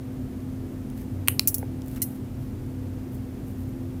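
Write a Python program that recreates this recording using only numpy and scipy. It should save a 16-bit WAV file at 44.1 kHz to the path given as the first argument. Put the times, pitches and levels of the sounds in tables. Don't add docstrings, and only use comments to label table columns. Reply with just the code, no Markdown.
import sys
import numpy as np
from scipy import signal
from scipy.fft import rfft, irfft
from scipy.io import wavfile

SR = 44100
rng = np.random.default_rng(int(sys.argv[2]) if len(sys.argv) > 2 else 0)


def master(y):
    cut = np.clip(np.atleast_2d(y).T, -1, 1)
    pcm = np.round(cut * 32767)
    wavfile.write(sys.argv[1], SR, pcm.astype(np.int16))


N = 176400
TIME_S = np.arange(N) / SR
EVENT_N = SR // 2
EVENT_S = np.arange(EVENT_N) / SR

# f/Hz, level/dB
AIR_SPECTRUM = [(20, -43), (38, -3.5), (55, -7.5), (72, -12), (88, 0.5), (108, -1.5), (135, 0), (160, -11),
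                (225, -4), (275, -14.5), (360, -12), (435, -21.5), (490, -18), (540, -22), (700, -24.5),
                (1000, -32), (2000, -37.5), (4000, -44.5), (8000, -46.5), (15400, -44.5), (16200, -84)]
# f/Hz, rms level/dB, unsteadiness/0..1
FAN_TONES = [(58.6, -48, .7), (94.5, -42, .9), (120, -47.5, .8), (134, -48, 1), (212, -50, 1),
             (240, -49, .7), (258.9, -38.3, .2), (297, -50.3, .6), (339.5, -52.5, .85), (402, -58, .95),
             (497, -61, .95)]
# f/Hz, level/dB
ROOM_SPECTRUM = [(300, -4), (1500, -4), (2300, -5), (3000, -2.5), (4300, -9), (5400, -9), (7500, -3),
                 (9200, -1), (10800, 4), (13500, 2), (15500, -5)]
# centre t/s, half length/s, rub level/dB, hiss level/dB
SLIDES = [(1.0, .04, -62, -57), (1.92, .065, -62, -56), (1.971, .011, -48.5, -48.5), (2.12, .06, -68, -58),
          (2.42, .05, -70, -63), (3.145, .025, -68, -55), (3.49, .04, -72, -61), (3.6, .04, -70, -60),
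          (3.69, .015, -72, -61)]
# f/Hz, level/dB
DULL_RUB_SPECTRUM = [(400, -12), (1800, 0), (3500, -7), (6000, -8), (16000, -22)]
BRIGHT_HISS_SPECTRUM = [(2000, -26), (6000, -15), (10000, -4), (13300, 0), (15300, -3), (16300, -18)]
# t/s, level/dB, centre f/Hz
NEEDLE_TICKS = [(.4048, -38, 6000), (.9012, -29, 11500), (.976, -37, 5500), (1.8195, -30, 5000),
                (1.8615, -32, 12500), (1.8822, -25.5, 13000), (1.974, -28, 1900), (2.159, -39, 13000),
                (2.165, -39, 11000)]
# t/s, level/dB
HAND_KNOCKS = [(1.6282, -23)]
# f/Hz, level/dB, T60/s
HAND_KNOCK_MODES = [(410, -6, .03), (520, -7, .022), (760, 0, .014), (870, -4, .016), (1550, -14, .012),
                    (2150, -17, .012)]
# t/s, ring level/dB, clash level/dB, shimmer level/dB, grip (0 loose, 1 turned)
ARM_CONTACTS = [(1.4741, -23.5, -3, -23.5, 0), (1.4805, -31, -7.5, -26, 0), (1.4828, -37, -12, -34, 0),
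                (1.487, -37, -15, -33, 0), (1.5432, -33, -9, -31, 0), (1.5477, -38, -13, -38, 0),
                (1.5818, -39, -21, -44, 0), (2.0183, -28, -22, -28, 1), (2.0236, -27.5, -19.5, -28, 1)]
# f/Hz, level/dB, T60/s
LOOSE_ARM_MODES = [(5600, -11, .055), (6250, -8, .035), (7020, -8, .04), (8952, -10, .055),
                   (10690, -4, .055), (11210, -8, .07), (11470, -8, .07), (12400, -8, .075),
                   (13182, -5, .07), (14340, -8, .065), (14670, -4, .05), (15230, 0, .05), (15415, 2, .055),
                   (15545, -2, .05)]
TURNED_ARM_MODES = [(2020, -16, .06), (2930, -16, .05), (4150, -14, .04), (5600, -12, .05),
                    (6380, -14, .05), (7620, -12, .05), (9130, -3, .08), (9875, -8, .06), (10313, 1, .07),
                    (11234, -3, .075), (12122, -9, .065), (12570, -5, .09), (13396, -3, .065),
                    (13798, 0, .07), (13925, -5, .07), (15040, -2, .075)]
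# f/Hz, level/dB
CLASH_SPECTRUM = [(500, -22), (2000, -15), (4000, -14), (6200, -2), (8200, -1), (10500, 8), (11500, 7),
                  (12800, 2), (14200, 8), (15400, 13), (16500, -8)]
# f/Hz, level/dB
SHIMMER_SPECTRUM = [(500, -33), (2000, -26), (4300, -9), (5700, 4), (8200, 2), (10800, 7.5), (13000, -8),
                    (15300, -9), (16200, -20)]
# t/s, level/dB, tooth (0 or 1), relative grit level/dB
TOOTH_SLIPS = [(1.2755, -21.5, 0, -5), (1.2835, -2, 0, -2), (1.3944, 1, 1, -11.5)]
# f/Hz, T60/s, tooth 0 level/dB, tooth 1 level/dB
RATCHET_MODES = [(1120, .0065, -11, -17), (1750, .004, -20, -34), (2520, .005, 3, -8),
                 (3050, .004, -7, -28), (4030, .0065, -18, -4), (4520, .005, -8, -3), (5330, .007, -19, -6),
                 (6600, .005, -15, -18), (7960, .005, -17, -13), (9200, .006, 1, -22),
                 (10300, .005, -6, -11), (11950, .0045, 1, -15), (13150, .005, -1, -11),
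                 (14000, .004, -6, -18), (14700, .005, -16, -11), (15550, .005, -9, -13)]
# f/Hz, level/dB
GRIT_SPECTRUM = [(500, -25), (1000, -5), (3000, 0.5), (7000, -7), (12000, -0.5), (16000, -15)]

CONTACT_ATTACK_S = .00045


def from_db(db):
    return 10 ** (np.asarray(db) / 20)


def noise(spectrum, size=EVENT_N):
    hz, db = np.transpose(spectrum)
    bins_hz = np.arange(size // 2 + 1) * SR / size
    gain = from_db(np.interp(np.log(bins_hz + 1), np.log(hz), db))
    x = irfft(rfft(rng.standard_normal(size)) * gain, size)
    return x / x.std()


def drift(rate_hz):
    bins_hz = np.arange(N // 2 + 1) * SR / N
    x = irfft(rfft(rng.standard_normal(N)) / (1 + (bins_hz / rate_hz) ** 2), N)
    return x / x.std()


def strike(attack_s, t60_s):
    return (1 - np.exp(-EVENT_S / attack_s)) * np.exp(-np.log(1000) * EVENT_S / t60_s)


def ring(modes, attack_s):
    return sum((-1) ** k * from_db(db) * strike(attack_s, t60_s) * np.sin(2 * np.pi * hz * EVENT_S)
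               for k, (hz, db, t60_s) in enumerate(modes))


def add(track, t_s, sound):
    start = int(t_s * SR)
    track[start:start + len(sound)] += sound[:N - start]


def ventilation(air_db=-36.5, wander_hz=4):
    out = from_db(air_db) * noise(AIR_SPECTRUM, N)
    for hz, db, unsteadiness in FAN_TONES:
        steady = np.sqrt(2 * (1 - unsteadiness ** 2))
        wander = unsteadiness * (drift(wander_hz) + 1j * drift(wander_hz))
        carrier = np.exp(2j * np.pi * (hz * TIME_S + rng.random()))
        out += from_db(db) * np.real((steady + wander) * carrier)
    return out


def room(x, level_db=-17):
    response = noise(ROOM_SPECTRUM) * strike(attack_s=.004, t60_s=.215)
    return from_db(level_db) * signal.fftconvolve(x, response / np.linalg.norm(response))[:N]


def rustle(roughness_db=3.5, grain_hz=220):
    rub, hiss = noise(DULL_RUB_SPECTRUM, N), noise(BRIGHT_HISS_SPECTRUM, N)
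    out = np.zeros(N)
    for t_s, half_s, rub_db, hiss_db in SLIDES:
        swell = np.exp(-((TIME_S - t_s) / half_s) ** 2)
        out += swell * (from_db(rub_db) * rub + from_db(hiss_db) * hiss)
    return out * from_db(roughness_db * drift(grain_hz))


def ticks(skirt_db=-16):
    out = np.zeros(N)
    for t_s, db, hz in NEEDLE_TICKS:
        band = [(hz / 4, skirt_db), (hz, 0), (hz * 4, skirt_db)]
        add(out, t_s, from_db(db) * noise(band) * strike(CONTACT_ATTACK_S, t60_s=.003))
    return out


def knock():
    out = np.zeros(N)
    for t_s, db in HAND_KNOCKS:
        add(out, t_s, from_db(db) * ring(HAND_KNOCK_MODES, attack_s=.0003))
    return out


def steel_arms(modes, detune=.006, second_arm_db=-5):
    second_arm = [(hz * (1 + detune * rng.standard_normal()), db + second_arm_db, t60_s)
                  for hz, db, t60_s in modes]
    return ring(modes, CONTACT_ATTACK_S) + ring(second_arm, CONTACT_ATTACK_S)


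def clinks():
    out = np.zeros(N)
    for t_s, ring_db, clash_db, shimmer_db, turned in ARM_CONTACTS:
        ringing = from_db(ring_db) * steel_arms(TURNED_ARM_MODES if turned else LOOSE_ARM_MODES)
        clash = from_db(clash_db) * noise(CLASH_SPECTRUM) * strike(CONTACT_ATTACK_S, t60_s=.0085)
        shimmer = from_db(shimmer_db) * noise(SHIMMER_SPECTRUM) * strike(CONTACT_ATTACK_S, t60_s=.058)
        add(out, t_s, ringing + clash + shimmer)
    return out


def ratchet(attack_s=.0004, highpass_hz=900):
    out = np.zeros(N)
    for t_s, db, tooth, grit_db in TOOTH_SLIPS:
        modes = [(hz, db1 if tooth else db0, t60_s) for hz, t60_s, db0, db1 in RATCHET_MODES]
        grit = from_db(grit_db) * noise(GRIT_SPECTRUM) * strike(attack_s, t60_s=.007)
        add(out, t_s, from_db(db) * (ring(modes, attack_s) + grit))
    highpass = signal.butter(4, highpass_hz, "high", fs=SR, output="sos")
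    return signal.sosfilt(highpass, out + 1e-18)


def scene():
    impacts = ratchet() + clinks() + ticks() + knock()
    return (impacts + room(impacts) + rustle() + ventilation())[None]


def record(dry):
    stop_db, stop_hz = 60, 16800
    lowpass = signal.cheby2(16, stop_db, stop_hz, fs=SR, output="sos")
    return signal.sosfilt(lowpass, np.clip(dry, -1, 1))


dry = scene()
out = record(dry)
master(out)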